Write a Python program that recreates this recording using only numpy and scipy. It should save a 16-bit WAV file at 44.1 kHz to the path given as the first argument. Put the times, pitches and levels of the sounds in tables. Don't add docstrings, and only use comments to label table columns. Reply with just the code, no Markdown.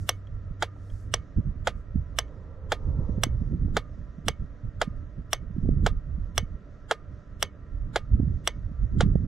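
import sys
import numpy as np
from scipy import signal
from scipy.fft import rfft, irfft
from scipy.io import wavfile
from scipy.ndimage import uniform_filter1d

SR = 44100
rng = np.random.default_rng(int(sys.argv[2]) if len(sys.argv) > 2 else 0)


def volts(x):
    e = np.asarray(x, float) / 20
    return 10 ** e


def materialize(psi):
    bounded = np.clip(np.atleast_2d(psi).T, -1, 1)
    quanta = np.round(bounded * 32767).astype(np.int16)
    wavfile.write(sys.argv[1], SR, quanta)


N = 408807
T = np.arange(N) / SR
OPPOSITE = np.array([[1], [-1]])

FIRST_PULL_S, FIRST_DROP_S, CYCLE_S = .0919, .62395, 1.04785
LEAD_IN_S = .04
BREEZE_FLUTTER_DB, BREEZE_WANDER_DB = -9, 3.0
RISE_SHARE, EDDY_EDGE = 0.41, 5
YARD_DB = -58
THIN_FROM_HZ, BANDS_LOST, LINES_LOST_DB = 4000, .12, -5
TOP_HZ = 13000

# delay_ms, box_db, case_db, spring_db, contact_ms
PULL_BLOWS = [
    (0, -31.7, -1.8, -10.2, 0.044),
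    (0.756, -50, -8.7, -9, 0.05),
    (1.722, -50, -11, -5, 0.053),
    (2.966, 3.1, -19.6, -12, 0.113),
    (4.285, -50, -16.6, -32, 0.026),
    (6.488, -10, -23.1, -23, 0.087),
]
DROP_BLOWS = [
    (0.059, -22.7, -5.7, -14.9, 0.092),
    (1.268, -50.0, -43.9, -12.0, 0.063),
    (2.23, -26.1, -14.5, -2.1, 0.106),
    (3.251, -0.1, -43.0, -1.0, 0.116),
    (5.319, 2.6, -19.0, -13.6, 0.133),
    (6.626, 3.0, -15.1, -35.1, 0.11),
]
# pitch_hz, pull_db, drop_db, t60_s
BOX_MODES = [(442, -38.5, -27, 0.04), (507, -33.1, -35, 0.024), (720, -23.3, -22.5, 0.019),
             (821, -43.8, -59.8, 0.0031), (885, -28, -24.5, 0.003)]
CASE_MODES = [(1168, -47.3, -65.0, 0.0599), (1286, -40.2, -18.9, 0.0399), (1447, -64.6, -16.3, 0.0393),
              (1616, -30.2, -13.3, 0.0196), (1781, -44.3, -35.8, 0.0599), (2033, -25.9, -22.7, 0.0598),
              (2162, -17.7, -64.0, 0.0138), (2760, -64.8, -34.5, 0.0596), (2955, -20.6, -65.0, 0.0117),
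              (3324, -11.9, -15.8, 0.0183), (3578, -37.6, -30.5, 0.0545), (3953, -28.1, -64.6, 0.0105),
              (4254, -41.0, -65.0, 0.0333), (4663, -35.8, -25.9, 0.0266)]
SPRING_MODES = [(5775, -7.8, -28.5, 0.0115), (5524, -60, -38, 0.05), (6620, -19, -29.6, 0.0056),
                (7038, -60, -17.3, 0.0074), (7515, -23.8, -17.6, 0.0068), (7858, -18, -31.9, 0.017),
                (8544, -10.3, -28.9, 0.0039), (9117, -33, -15.3, 0.0038), (10138, -23, -44.8, 0.011),
                (11148, -27, -27, 0.0093), (11950, -15, -17, 0.01), (12906, -25.2, -30, 0.009),
                (14746, -18, -20.8, 0.0044), (9520, -25, -50, .009)]
# pitch_hz, pull_db, drop_db, t60_s
AFTER_RING = [(1225, -55, -47.5, .35), (2208, -43.5, -50, .15), (2764, -56, -44, .1), (3014, -45, -62, .12),
              (3100, -51, -62, .11), (3251, -43.5, -52, .08), (4548, -57, -64, .1), (6228, -48, -62, .11),
              (1819, -48, -48, .14), (4618, -57, -64, .1), (4495, -70, -54, .1), (2417, -64, -52, .09),
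              (1620, -66, -52, .1), (478, -43, -37, .11)]
# freq_hz, level_db (per Hz)
RATTLE = [(240, -30), (430, 0), (800, -15), (2280, -16), (2770, -22), (3260, -14), (4130, -21),
          (14000, -46)]
# start_s, peak_db, ring_share (0 to 1)
TICKS = [
    (0.27, -48.5, 0.5),
    (0.8994, -49.5, 0.56),
    (2.28, -51, .05),
    (9.155, -52, .1),
]
# pull_hz, drop_hz
SWITCH_TOP = [(17000, 15500), (17000, 14200), (16000, 15000), (17000, 15500), (17000, 14500),
              (17000, 15200), (16500, 14400), (17000, 13800), (13900, 11500)]
# timer_slip_ms, spring_ring_db, top_db, pull_haze_lag_ms, drop_haze_lag_ms
CYCLES = [(0, 0.5, 4, -3, -4), (-.04, 0.5, -11, -1, -4), (-.07, -0.5, -2, -3, -4),
          (-.11, -0.5, -1.5, 1.5, -4.5), (-.14, -5, -4.5, -5.5, 3), (-0.085, 1.5, 1, -3, -4.5),
          (-.02, 2.5, -2, -7, -5.5), (.02, 0, 0, -9, -7.5), (.05, 0, -2.5, -9, -5.5)]
# freq_hz, left_minus_right_db, left_lead_rad
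PORTS = [(300, -3.3, .1), (900, -2.5, .13), (1700, -1.8, -.05), (2900, -3.5, -.75), (3500, -1.2, -.5),
         (5700, 0, -.48), (8000, -.3, -.1), (12500, 4.5, .6)]

# time_s, level_db
BREEZE = [(0, -41.5), (1.3, -43.5), (1.65, -38), (2.45, -45), (2.82, -36), (2.9, -30), (3.5, -27.5),
          (3.75, -39), (3.9, -41), (5.3, -43), (5.66, -27), (5.93, -27), (6.05, -37.5), (6.6, -43.5),
          (6.95, -51), (7.6, -47), (7.8, -38.5), (9.27, -38.5)]
# crest_s, crest_db, length_s, flutter_db (over the heave)
EDDIES = [(0.329, -33.5, 0.068, -27), (0.505, -34, 0.043, -25.5), (0.938, -33.5, 0.05, -14),
          (1.14, -36.5, 0.13, -13), (1.379, -20, 0.034, -1.5), (1.469, -29.5, 0.083, -6),
          (1.613, -35.5, 0.15, -1.5), (1.978, -26.5, 0.08, -7), (2.155, -39, 0.28, -9),
          (3.199, -36, 0.056, -9), (3.547, -31.5, 0.052, 0.5), (3.672, -30, 0.17, -1.5),
          (4.28, -33, 0.076, -6), (4.416, -31.5, 0.058, -6), (4.66, -33, 0.066, -6.5),
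          (4.96, -35, 0.14, -7), (5.193, -36, 0.042, 0), (5.672, -25.5, 0.1, -2), (5.831, -26, 0.042, -5),
          (5.958, -31.5, 0.044, -13), (6.168, -30, 0.17, -19), (6.404, -32, .11, -18.5),
          (6.528, -32, 0.047, -8), (7.088, -40.5, 0.17, -11.5), (7.379, -41.5, 0.17, -11.5),
          (7.788, -30.5, 0.15, -12.5), (8.135, -17.5, 0.043, -15), (8.244, -27, 0.21, -2),
          (8.822, -23.5, 0.072, -18), (9.049, -23, 0.28, -0.5)]
# start_s, peak_db, pitch_hz
PUFFS = [(0.509, -29, 149), (1.384, -17, 151), (1.471, -23.5, 155.5), (1.957, -17, 196), (2.884, -36, 160),
         (2.989, -19, 147), (3.093, -20.5, 214), (3.179, -18.5, 168), (3.267, -24, 254),
         (3.417, -21.5, 190.4), (3.681, -33.5, 292.7), (4.184, -29, 166.4), (4.877, -21, 172.5),
         (5.505, -27.5, 148), (5.565, -27.5, 257), (5.583, -18, 172), (5.654, -29.5, 146),
         (5.689, -17.5, 230), (5.768, -16, 111), (6.182, -25.5, 162), (6.429, -24, 165.3),
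         (8.198, -14.5, 232), (8.267, -40, 164.2), (8.714, -26.5, 158), (8.835, -28.5, 194.8),
         (8.94, -38, 153.5), (9.033, -11.5, 146), (9.06, -13, 149), (9.117, -23.5, 152),
         (9.155, -11.5, 148.6), (1.405, -26, 150), (8.15, -23.5, 198), (8.23, -19.5, 198),
         (9.2, -22.5, 151), (3.345, -22.5, 85.4), (3.413, -19.5, 65.5), (3.655, -21, 65.6),
         (8.84, -17.5, 70.3), (8.278, -17, 130)]
# start_s, peak_db, pitch_hz
POPS = [(0.764, -40, 600), (3.684, -41, 560), (5.656, -34, 406), (5.69, -21.5, 357), (8.202, -29.5, 382),
        (9.156, -19.5, 382), (3.097, -31.5, 330), (3.183, -29.5, 320)]
# freq_hz, level_db
HEAVE = [(12, -11.0), (25, -2.5), (55, -2.0), (100, -6), (140, -18), (200, -41.5)]
FLUTTER = [(70, -25.0), (115, -4.5), (170, -10.0), (260, -17.5), (400, -31.5), (600, -45.5)]

# freq_hz, level_db (per Hz)
YARD = [(76, -36.5), (130, -2), (193, -5), (242, -13.5), (297, -3.5), (319, -16.5), (366, -14),
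        (399, -14.5), (646, -16), (822, -31.5), (1330, -23.5), (1640, -27.5), (1880, -27), (2200, -36.5),
        (8000, -57), (8700, -69), (12000, -82), (17600, -120)]
# freq_hz, level_db
FLICKER = [(2500, -20.5), (3600, -3.0), (4600, -5.5), (6000, -1.5), (7500, -12.0), (8500, -31.0)]
# pitch_hz, width_hz, level_db
FAN = [(1005, 18, -78), (1182, 18, -77), (1263, 14, -76.5), (1346, 37, -72.5), (1640, 14, -82.5),
       (1884, 57, -77.5), (584.5, 16, -70), (1310, 8, -77)]
# time_s, pitch_hz, level_db
HUM = [
    (0, 96.4, -39.5),
    (.6, 97.6, -41.5),
    (1.1, 97.1, -42),
    (1.25, 94.2, -46.5),
    (1.4, 95, -68),
]
# time_s, level_db
PASSER = [
    (1.8, -80.5),
    (2.3, -58.5),
    (2.7, -56.5),
    (3.0, -49.5),
    (3.4, -59.5),
    (4.0, -87.5),
]
# freq_hz, level_db
DRONE = [(250, -10.5), (400, -1.0), (520, 6.5), (700, -9.5), (1000, -7.5), (1400, -18.0)]
# crest_s, crest_db, length_s
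VENTS = [
    (0.023, -69.5, 0.25),
    (0.93, -71, 0.25),
    (1.78, -83, .1),
]
# freq_hz, level_db
HISS = [(3000, -21.0), (4500, -2), (6000, 2.5), (9000, -2.5), (11500, -8.5), (15000, -7.5), (15300, -50)]


def relay():
    out = np.zeros((2, N + SR))
    rattle = colour(RATTLE)
    for k, (tops, cycle) in enumerate(zip(SWITCH_TOP, CYCLES)):
        pull_hz, drop_hz = tops
        slip_ms, ring_db, top_db, pull_lag, drop_lag = cycle
        start = k * CYCLE_S + slip_ms / 1000 - LEAD_IN_S
        pull = switch(PULL_BLOWS, 0, rattle, rattle_db=-35, rattle_t60=.09,
                      haze_db=-22.0, haze_lag_ms=pull_lag, top_hz=pull_hz)
        pull = trim(pull, 5550, 6150, ring_db)
        pull = trim(pull, 10000, 13500, top_db)
        add(out, FIRST_PULL_S + start, volts(1.09) * pull)
        drop = switch(DROP_BLOWS, 1, rattle, rattle_db=-24, rattle_t60=0.069,
                      haze_db=-17.5, haze_lag_ms=drop_lag, top_hz=drop_hz)
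        add(out, FIRST_DROP_S + start, volts(0.94) * drop)
    ticks(out, rattle)
    return out[:, :N]


def switch(blows, kind, rattle, rattle_db, rattle_t60, haze_db, haze_lag_ms, top_hz):
    t = np.arange(SR // 4) / SR
    near = struck_parts(blows, kind, t) + loose_tail(kind, rattle, rattle_db, rattle_t60, t)
    near = notched(near, 1045, 26)
    bass_cut = signal.butter(4, 355, "high", fs=SR, output="sos")
    near = signal.sosfiltfilt(bass_cut, near)
    top_cut = signal.butter(6, (17000, 14500)[kind], fs=SR, output="sos")
    near = ports(signal.sosfilt(top_cut, near))
    near = hazed(near, haze_db, haze_lag_ms)
    return signal.sosfiltfilt(signal.cheby2(8, 40, top_hz, fs=SR, output="sos"), near)


def struck_parts(blows, kind, t):
    ms = t[:SR // 20] * 1000 - LEAD_IN_S * 1000
    luck = rng.standard_normal((len(blows), 2)) * [.006, .6]
    total = 0
    for part, modes in enumerate((BOX_MODES, CASE_MODES, SPRING_MODES)):
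        ring = sum(volts(m[1 + kind]) * np.sin(2 * np.pi * m[0] * t) * decay(t, m[3]) for m in modes)
        if modes is SPRING_MODES:
            armature = np.sin(2 * np.pi * 5430 * t) * decay(t, 0.0045)
            ring = ring - volts((-12, -40)[kind]) * armature
        push = 0
        for blow, (slip, hard) in zip(blows, luck):
            contact_ms = blow[4]
            bump = np.exp(-((ms - blow[0] - slip) / contact_ms * 2) ** 2) / contact_ms
            push = push + volts(blow[1 + part] + hard) * bump
        total = total + signal.fftconvolve(ring, push)[:len(t)] * 2 / (np.sqrt(np.pi) * SR / 1000)
    return total


def loose_tail(kind, rattle, rattle_db, rattle_t60, t):
    since = np.maximum(t - .041, 0)
    noise = rattle[rng.integers(N // 2):][:len(t)]
    tail = volts(rattle_db) * noise * decay(since, rattle_t60)
    touch = uniform_filter1d(rng.standard_normal((8, len(t))), size=300)
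    for k, (hz, pull_db, drop_db, t60) in enumerate(AFTER_RING):
        waver = 1 + .55 * unit(touch[k % 8][::1 if k < 8 else -1])
        tone = np.sin(2 * np.pi * hz * since) * decay(since, t60)
        tail = tail + volts((pull_db, drop_db)[kind]) * waver * tone
    return tail * np.minimum(since / 0.00099, 1)


def hazed(near, haze_db, lag_ms):
    short = np.hanning(SR // 70) * rng.standard_normal(SR // 70) / np.sqrt(SR / 200)
    long = signal.windows.tukey(SR // 16, .85) * rng.standard_normal((2, SR // 16)) / np.sqrt(SR / 40)
    close = signal.fftconvolve(notched(near, 5800, 4), short[None], "same", axes=1)
    near = near + volts(-21.0) * np.roll(close, -SR // 400, axis=1)
    bright = .7 * np.diff(near, prepend=0) + 0.35 * near
    wide = signal.fftconvolve(notched(bright, 5800, 8), long, "same", axes=1)
    return near + volts(haze_db) * np.roll(wide, int(lag_ms * SR / 1000), axis=1)


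def ports(x):
    hz, db, lead = np.transpose(PORTS)
    f = np.log(np.arange(len(x) // 2 + 1) * SR / len(x) + 1)
    half = volts(np.interp(f, np.log(hz), db) / 2) * np.exp(.5j * np.interp(f, np.log(hz), lead))
    return irfft(rfft(x) * np.array([half, 1 / half]), len(x))


def ticks(out, rattle):
    t = np.arange(SR // 50) / SR
    scrape = 2.7 * uniform_filter1d(np.diff(rattle[:len(t) + 1]), size=10)
    shape = decay(t, 0.03) * np.minimum(t / 0.002, 1)
    for s, db, ring_share in TICKS:
        ring = ring_share * np.sin(2 * np.pi * 3250 * t)
        add(out, s, volts(db + 2) * (ring + scrape) * shape)


def wind():
    push, shake = gusts()
    sides = []
    for heave_db, flutter_db in ((-0.5, 0), (-10, -6.5)):
        heave = steady(colour(HEAVE), seconds=0.077)
        flutter = steady(colour(FLUTTER), seconds=0.03) * volts(4 * walk(35))
        heave = volts(heave_db) * push * unit(heave)
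        sides.append(heave + volts(flutter_db - 2.5) * shake * unit(flutter))
    common = pan(-5.8) * sides[0] + pan(-7.5) * puffs()
    return late(common, count=-18) + sides[1] * OPPOSITE / 2


def gusts():
    s, db, length, flutter_db = np.transpose(EDDIES)[..., None]
    t = T[::64]
    away = np.abs(t - s) / (length * np.where(t < s, RISE_SHARE, 1 - RISE_SHARE))
    eddies = volts(2 * db) * np.exp(-away ** EDDY_EDGE)
    wander_db = BREEZE_WANDER_DB * walk(22)[::64]
    breeze = volts(2 * (np.interp(t, *np.transpose(BREEZE)) + wander_db))
    heave = breeze + eddies.sum(axis=0)
    flutter = breeze * volts(2 * BREEZE_FLUTTER_DB) + (eddies * volts(2 * flutter_db)).sum(axis=0)
    return np.sqrt(np.interp(T, t, heave)), np.sqrt(np.interp(T, t, flutter))


def puffs():
    out = np.zeros(N)
    for table, turns, gain_db in ((PUFFS, .7, -1.0), (POPS, .4, 1.5)):
        for s, db, hz in table:
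            u = np.arange(-2, 2, hz / SR)
            lump = np.cos(2 * np.pi * u + rng.uniform(0, 6.3)) * np.exp(-(u / turns) ** 2)
            lump = lump - lump.mean() * np.hanning(len(u)) * 2
            add(out, max(s - 1.5 / hz, 0), volts(db + gain_db) * lump)
    return out


def yard():
    tilt = [(0, 1.6 * np.log2(hz / 1000)) for hz, _ in YARD]
    mid, side = colour(YARD), colour(np.add(YARD, tilt))
    patchy = volts(2.2 * walk(9)) * colour(FLICKER)
    scale = volts(YARD_DB + 4 + 0.23 * walk(2.5))
    centre = scale * mid + fan() + passer() + motor() + volts(-82.0) * patchy
    return pan(-2.1) * centre + volts(-10) * scale * side * OPPOSITE


def passer():
    drone = colour(DRONE) + .5 * band(420, 17.0)
    return volts(np.interp(T, *np.transpose(PASSER), -120, -120)) * drone


def motor():
    s, hz, db = np.transpose(HUM)
    phase = 2 * np.pi * np.cumsum(np.interp(T, s, hz)) / SR
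    return np.sqrt(2) * volts(np.interp(T, s, db, right=-100)) * np.sin(phase)


def fan():
    return sum(volts(db) * band(hz, width) for hz, width, db in FAN)


def vents():
    mid, side = colour(HISS), colour(HISS)
    swell = sum(volts(db) * np.exp(-((T - s) / length * 2) ** 2) for s, db, length in VENTS)
    return swell * volts(1.5 * walk(25)) * (mid + .4 * side * OPPOSITE)


def thinned(x):
    f, _, z = signal.stft(x, SR, nperseg=2048)
    lost = rng.random((len(f) // 16 + 1, z.shape[-1] // 2 + 1)) < BANDS_LOST
    lost = np.repeat(np.repeat(lost, 16, axis=0), 2, axis=1)
    power = np.abs(z.mean(axis=0)) ** 2
    weak = power < uniform_filter1d(power, size=16, axis=0) * volts(2 * LINES_LOST_DB)
    gone = (weak | lost[:len(f), :z.shape[-1]]) & (f[:, None] > THIN_FROM_HZ)
    return signal.istft(z * ~gone, SR, nperseg=2048)[1][:, :N]


def unit(x):
    return x / np.sqrt(np.mean(x ** 2))


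def colour(points):
    hz, db = np.transpose(points)
    f = np.arange(N // 2 + 1) * SR / N + 1
    gain = volts(np.interp(np.log(f), np.log(hz), db, -150, -150))
    return unit(irfft(rfft(rng.standard_normal(N)) * gain, N))


def band(hz, width):
    peak = signal.iirpeak(hz, hz / width, SR)
    return unit(signal.lfilter(*peak, signal.lfilter(*peak, rng.standard_normal(N))))


def walk(rate):
    k = int(SR / rate)
    held = np.repeat(rng.standard_normal(N // k + 1), k)
    return unit(uniform_filter1d(uniform_filter1d(held, k), k)[:N])


def steady(x, seconds):
    k = int(seconds * SR)
    return unit(x / np.sqrt(uniform_filter1d(uniform_filter1d(x ** 2, k), k)))


def decay(t, t60):
    return np.exp(-np.log(1000) * t / t60)


def notched(x, hz, q):
    return signal.lfilter(*signal.iirnotch(hz, q, SR), x)


def trim(x, lo_hz, hi_hz, db):
    sos = signal.butter(3, (lo_hz, hi_hz), "band", fs=SR, output="sos")
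    return x + (volts(db) - 1) * signal.sosfiltfilt(sos, x)


def pan(db):
    return volts(np.array([[db], [-db]]) / 2)


def late(x, count):
    source = np.clip(np.arange(x.shape[1]) - count, 0, x.shape[1] - 1)
    return np.array([x[0][source], x[1]])


def add(out, s, x):
    i = int(s * SR)
    out[..., i:i + x.shape[-1]] += x[..., :out.shape[-1] - i]


def scene():
    return relay() + wind() + thinned(yard() + vents())


def band_limit(x):
    return signal.sosfilt(signal.butter(12, 16470, fs=SR, output="sos"), x)


def record(dry):
    ending = np.minimum((T[-1] - T) / .008, 1)
    dulled = signal.sosfilt(signal.butter(5, TOP_HZ, fs=SR, output="sos"), dry)
    return band_limit(ending * dulled)


dry = scene()
out = record(dry)
materialize(out)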